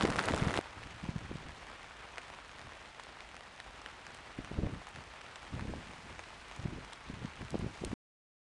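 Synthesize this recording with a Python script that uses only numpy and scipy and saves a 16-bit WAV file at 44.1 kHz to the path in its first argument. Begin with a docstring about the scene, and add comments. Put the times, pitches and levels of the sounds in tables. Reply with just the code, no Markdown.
"""Hail and rain on a town, heard from a roof terrace through a small camera microphone.
Each stone clicks on masonry: one pressure swing, a chip of ice, then scatter from nearby surfaces.
A close clatter on the parapet cuts to a wide hiss over the roofs, with single stones and drops nearby.
Gusts and eddies buffet the microphone over a faint electronic whine, until the sound stops dead."""
import sys
import numpy as np
from scipy import signal
from scipy.fft import rfft, irfft
from scipy.io import wavfile

SR = 44100
rng = np.random.default_rng(int(sys.argv[2]) if len(sys.argv) > 2 else 0)


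def dump(signal):
    """Clip the signal to [-1, 1] and save it as 16-bit WAV at the path in sys.argv[1]."""
    limited = np.clip(np.atleast_2d(signal).T, -1, 1)
    pcm = np.round(limited * 32767).astype(np.int16)
    wavfile.write(sys.argv[1], SR, pcm)


N = 376173
TIME_S = np.arange(N) / SR
CUT_S, STOP_S = 0.594, 7.940

# Loudest nearby hailstones. Each row: start in seconds, level in dB, brightness in Hz.
HAILSTONES = [(0.0098, -17, 2000), (0.0241, -18.5, 2330), (0.053, -19, 2100), (0.1236, -24, 1800),
              (0.1587, -21, 1300), (0.1875, -17, 1500), (0.192, -14.5, 2200), (0.286, -15.5, 1830),
              (0.3207, -23.5, 2400), (0.337, -20, 1300), (0.486, -25, 2400), (0.5074, -24, 1700),
              (0.5408, -20.5, 1500), (0.5748, -16.5, 2000), (0.6116, -30.5, 1900), (2.174, -33.5, 1700),
              (2.1821, -25, 1500), (2.997, -32, 1900), (3.206, -32, 2300), (3.3663, -33, 2500),
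              (3.6012, -29.5, 2300), (3.861, -28, 1810), (4.0669, -31.5, 2700), (4.447, -30, 2100),
              (4.8699, -33.5, 1900), (4.9605, -34, 1800), (5.3579, -31, 2700), (5.595, -31, 1800),
              (6.193, -30, 2200), (6.5131, -34, 2400), (6.9331, -31, 3300), (7.4173, -33.5, 1900)]
# Wide shower, easing midway. Each row: time in seconds, level in dB.
SHOWER_LEVEL = [(0.6, -51.5), (2.3, -52.5), (3.3, -54), (4.3, -52.5), (7.9, -52.5)]
# Far impacts on the roofs. Each row: frequency in Hz, relative density in dB.
HISS_SPECTRUM = [(20, -13), (50, 9.5), (100, -1.5), (180, -3), (450, -3.5), (850, 0), (1500, -1),
                 (2500, -4), (4000, -10.5), (6000, -18.5), (10000, -27.5), (12000, -20.5)]
# Rain on the parapet. Each row: frequency in Hz, relative density in dB.
SPLASH_SPECTRUM = [(30, -10), (200, 12.5), (900, 6), (2000, -7), (4000, -15), (7000, -22), (12000, -19.5)]
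# Wet surfaces sizzle when faced. Each row: time in seconds, level in dB relative to the shower.
SIZZLE_LEVEL = [(0.6, -20.5), (3.5, -22.5), (5.2, -20), (5.7, -14.5), (6.6, -15.5), (7.1, -23), (7.9, -10)]
# Drops near the microphone. Each row: start in seconds, level in dB.
DROP_TICKS = [(0.2572, -22), (3.036, -37), (4.1456, -36), (4.889, -36.5), (6.483, -37), (6.5624, -36),
              (7.5054, -31.5), (7.5903, -33), (7.8485, -19.5)]
# Gusts at the microphone. Each row: start of hold in seconds, hold in seconds, level in dB.
WIND_GUSTS = [(0.038, 0.072, -37.5), (0.174, 0.018, -40), (0.282, 0.077, -37.5), (0.418, 0.056, -39.5),
              (0.557, 0.017, -41), (0.77, 0.2, -53), (1.028, 0.46, -49.5), (2.602, 0.087, -56.5),
              (4.392, 0.061, -50), (4.524, 0.25, -45), (4.58, 0.088, -38), (4.979, 0.017, -50),
              (5.534, 0.26, -45), (5.864, 0.32, -54), (6.596, 0.21, -45.5), (7.092, 0.18, -48),
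              (7.414, 0.019, -44), (7.527, 0.15, -43), (7.816, 0.1, -44)]
# Turbulence at the microphone. Each row: frequency in Hz, relative density in dB.
BUFFET_SPECTRUM = [(15, -14.5), (40, -3.5), (90, 2), (160, -1.5), (300, -4), (500, -11), (900, -27),
                   (2000, -40), (5000, -70.5)]
# Hardest eddies. Each row: centre in seconds, level in dB, nominal pitch in Hz.
HARD_EDDIES = [(0.038, -18, 260), (0.051, -15.5, 380), (0.278, -22.5, 430), (0.34, -19.5, 430),
               (0.424, -18, 189), (0.472, -20, 222), (0.59, -19, 390), (1.04, -31.5, 190),
               (1.092, -23.5, 181), (1.162, -24, 169), (1.315, -29.5, 248), (1.356, -30, 178),
               (4.39, -27, 330), (4.516, -28.5, 328), (4.637, -24, 242), (4.671, -26.5, 340),
               (5.544, -28, 139), (5.625, -31.5, 207), (5.693, -32, 169), (5.738, -29, 280),
               (6.657, -22.5, 213), (7.101, -29.5, 213), (7.25, -26.5, 177), (7.544, -22, 240),
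               (7.555, -21.5, 208), (7.597, -27.5, 170), (7.645, -26.5, 180), (7.839, -23.5, 320),
               (7.932, -24.5, 280)]
# Camera whine. Each row: frequency in Hz, level in dB.
WHINE_TONES = [(8122, -80), (9869, -81)]


def hail_impact(hz, scatter, crack=0.12, size=1400):
    """One stone on masonry: a pressure swing, then scatter from surfaces around. Peak 1."""
    t = np.arange(size) / SR
    phase = 2 * np.pi * hz * t  # shorter contact, brighter click
    swing = -phase ** 2 * (3 - phase) * np.exp(-phase)
    swing += crack * rng.standard_normal(size) * np.exp(-t / 0.00053)  # ice chips on contact
    paths = rng.standard_normal(size) * (np.exp(-t / 0.0009) + 0.05 * np.exp(-t / 0.0079))
    paths *= scatter / np.linalg.norm(paths)
    paths[0] = 1  # direct path
    click = filtered(signal.fftconvolve(swing, paths)[:size], 480, "highpass")
    return click / abs(click).max()


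def patter(per_s, hz, spread_db, scatter, kind_count=24):
    """Stones of many sizes fall at random; the few close ones stand out. Rms 1."""
    chance, weight, pitch, _ = rng.random((4, N))
    hits = np.flatnonzero(chance < per_s / SR)
    gains = amp(spread_db * np.minimum(-np.log(weight[hits]), 4))
    kinds = (pitch[hits] * kind_count).astype(int)
    out = np.zeros(N)
    for kind, ratio in enumerate(np.geomspace(0.55, 1.8, kind_count)):
        train = np.zeros(N)
        train[hits[kinds == kind]] = gains[kinds == kind]
        out += signal.oaconvolve(train, hail_impact(hz * ratio, scatter))[:N]
    return unit_rms(out)


def parapet_shower():
    """Dense hail on the ledge at the microphone, over the splash of rain."""
    clatter = amp(-41.5) * patter(per_s=650, hz=1900, spread_db=3, scatter=0.75)
    spray = amp(-53) * patter(per_s=260, hz=6900, spread_db=7.5, scatter=0.7)
    splash = amp(-41.5) * flurries(SPLASH_SPECTRUM, depth_db=1.5, rate_hz=28)
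    splash *= amp(2 * waver(hz=60.05))
    return clatter + spray + splash


def town_shower():
    """Countless far impacts merge to a hiss; those on the terrace stay separate."""
    hiss = amp(-0.26) * flurries(HISS_SPECTRUM, depth_db=1.15, rate_hz=26)
    hiss *= amp(0.89 * waver(hz=28.4))
    terrace = amp(-5) * patter(per_s=420, hz=1900, spread_db=4, scatter=0.85)
    spray = amp(-21.5) * patter(per_s=70, hz=7900, spread_db=0, scatter=0.7)
    sizzle = unit_rms(filtered(rng.standard_normal(N), [3200, 7500], "bandpass", order=1))
    sizzle *= amp(curve(SIZZLE_LEVEL))
    return amp(curve(SHOWER_LEVEL)) * (hiss + terrace + spray + sizzle)


def flurries(spectrum_rows, depth_db, rate_hz, band_count=9):
    """Noise bands swell separately, as flurries cross surfaces of different pitch."""
    centres_hz = np.geomspace(400, 9000, band_count)
    log_hz = np.log(np.fft.rfftfreq(N, 1 / SR) + 1)
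    spectrum, out = rfft(coloured_noise(spectrum_rows)), np.zeros(N)
    for share in np.eye(band_count):
        band = irfft(spectrum * np.interp(log_hz, np.log(centres_hz), share), N)
        out += band * amp(depth_db * waver(rate_hz))
    return unit_rms(out)


def loud_stones(fragments=3):
    """Nearby stones, each with its own contact time; their fragments land just after."""
    out = np.zeros(N)
    for start_s, db, hz in HAILSTONES:
        add(out, start_s, amp(db) * hail_impact(hz, scatter=0.82))
        for delay, loss, pitch in rng.random((fragments, 3)):
            fragment = hail_impact(hz * (0.6 + 0.6 * pitch), scatter=0.38)
            add(out, start_s + 0.002 + 0.012 * delay, amp(db - 10.5 - 9 * loss) * fragment)
    return out


def light_stones(per_s=4, level_db=-37, spread_db=2, centre_hz=2000):
    """Small stones of like size strike the terrace at random."""
    out = np.zeros(N)
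    for when, weight, pitch in rng.random((round(per_s * STOP_S), 3)):
        db = level_db + spread_db * (2 * weight - 1)
        add(out, when * STOP_S, amp(db) * hail_impact(centre_hz * 2 ** (pitch - 0.5), scatter=1))
    return out


def drop_ticks(decay_s=0.0011, size=500):
    """Drops burst close by in a brief bright fizz."""
    out, t = np.zeros(N), np.arange(size) / SR
    for start_s, db in DROP_TICKS:
        burst = filtered(rng.standard_normal(size) * np.exp(-t / decay_s), 3020, "highpass", order=1)
        add(out, start_s, amp(db) * burst / abs(burst).max())
    return out


def gust_level_db(rise_s=0.019, fall_s=0.025, breeze_db=-68.5):
    """Each gust builds, holds and dies away, over a light breeze."""
    power = amp(breeze_db) ** 2
    for start_s, hold_s, db in WIND_GUSTS:
        before = np.maximum(start_s - TIME_S, 0) / rise_s
        after = np.maximum(TIME_S - start_s - hold_s, 0) / fall_s
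        envelope = np.exp(-np.minimum(before + after, 20))
        power = power + (amp(db) * envelope) ** 2
    return 10 * np.log10(power)


def wind_buffet(wind_db):
    """Lumpy turbulence at the microphone; harder gusts make smaller, higher eddies."""
    flow = coloured_noise(BUFFET_SPECTRUM) * amp(3.6 * waver(hz=45))
    force = np.clip((wind_db + 52.5) / 17, 0, 1)
    lull = filtered(flow, 150, "lowpass", order=1)
    return amp(wind_db - 0.5) * unit_rms(lull + force * (flow - lull))


def small_eddies(wind_db, per_s=22, boost_db=5, centre_hz=202):
    """Random eddies scale with the gust that carries them. Rows as in HARD_EDDIES."""
    rows = []
    for when, weight, pitch in rng.random((round(per_s * STOP_S), 3)):
        centre_s = when * STOP_S
        db = wind_db[int(centre_s * SR)] + boost_db + 7 * (weight - 0.5)
        rows.append((centre_s, db, centre_hz * 2 ** (pitch - 0.5)))
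    return rows


def eddy_thumps(wind_db, size=1800):
    """Each eddy shoves the diaphragm once, with a smaller uneven swing before and after."""
    out, t = np.zeros(N), (np.arange(size) - size / 2) / SR
    for centre_s, db, hz in HARD_EDDIES + small_eddies(wind_db):
        wobble = unit_rms(filtered(rng.standard_normal(size), 270, "lowpass"))
        cycles = np.cumsum(hz * np.exp(0.47 * wobble - 0.15)) / SR
        cycles -= cycles[size // 2]
        shove = np.cos(2 * np.pi * cycles) / np.cosh(cycles / 0.35)
        add(out, centre_s + t[0], amp(db - 0.5) * rng.choice([-1, 1]) * shove)
    return filtered(out, 78, "highpass", order=1)


def camera_whine():
    """Thin steady tones from the electronics."""
    return sum(amp(db) * np.sin(2 * np.pi * hz * TIME_S) for hz, db in WHINE_TONES)


def coloured_noise(spectrum_rows):
    """Noise shaped by (Hz, dB) rows. Rms 1."""
    hz, db = np.transpose(spectrum_rows)
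    bins_hz = np.fft.rfftfreq(N, 1 / SR)
    gains = amp(np.interp(np.log(bins_hz + 1), np.log(hz), db))
    return unit_rms(irfft(rfft(rng.standard_normal(N)) * gains, N))


def waver(hz, size=8192):
    """Random motion up to about hz. Rms 1."""
    bins_hz = np.fft.rfftfreq(size, TIME_S[-1] / size)
    motion = unit_rms(irfft(rfft(rng.standard_normal(size)) / (1 + (bins_hz / hz) ** 4)))
    return np.interp(TIME_S, np.linspace(0, TIME_S[-1], size), motion)


def filtered(x, hz, kind, order=2):
    """Butterworth filter."""
    return signal.sosfilt(signal.butter(order, hz, kind, fs=SR, output="sos"), x)


def amp(db):
    """Decibels to gain."""
    return 10 ** (np.asarray(db) / 20)


def unit_rms(x):
    """Scales to rms 1."""
    return x / np.sqrt(np.mean(x ** 2) + 1e-20)


def curve(rows):
    """Joins (seconds, value) rows by straight lines."""
    return np.interp(TIME_S, *np.transpose(rows))


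def add(mix, start_s, sound):
    """Mixes a sound in at start_s."""
    part = mix[max(round(start_s * SR), 0):][:len(sound)]
    part += sound[:len(part)]


def scene():
    """The close shower cuts to the wide one; stones and wind run through both. Mono."""
    shower = np.where(TIME_S < CUT_S, parapet_shower(), town_shower())
    nearby = loud_stones() + drop_ticks()
    wind_db = gust_level_db()
    wind = wind_buffet(wind_db) + eddy_thumps(wind_db)
    return (shower + nearby + wind + light_stones() + camera_whine())[None]


def record(dry, rolloff_hz=9920, edge_hz=12400):
    """The camera dulls the top octave, stops abruptly and limits the band."""
    dull = filtered(dry, rolloff_hz, "lowpass", order=10) * (TIME_S < STOP_S)
    band_limit = signal.firwin(301, edge_hz, window=("kaiser", 9), fs=SR)
    return signal.oaconvolve(dull, band_limit[None], "same")


dry = scene()
out = record(dry)
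dump(out)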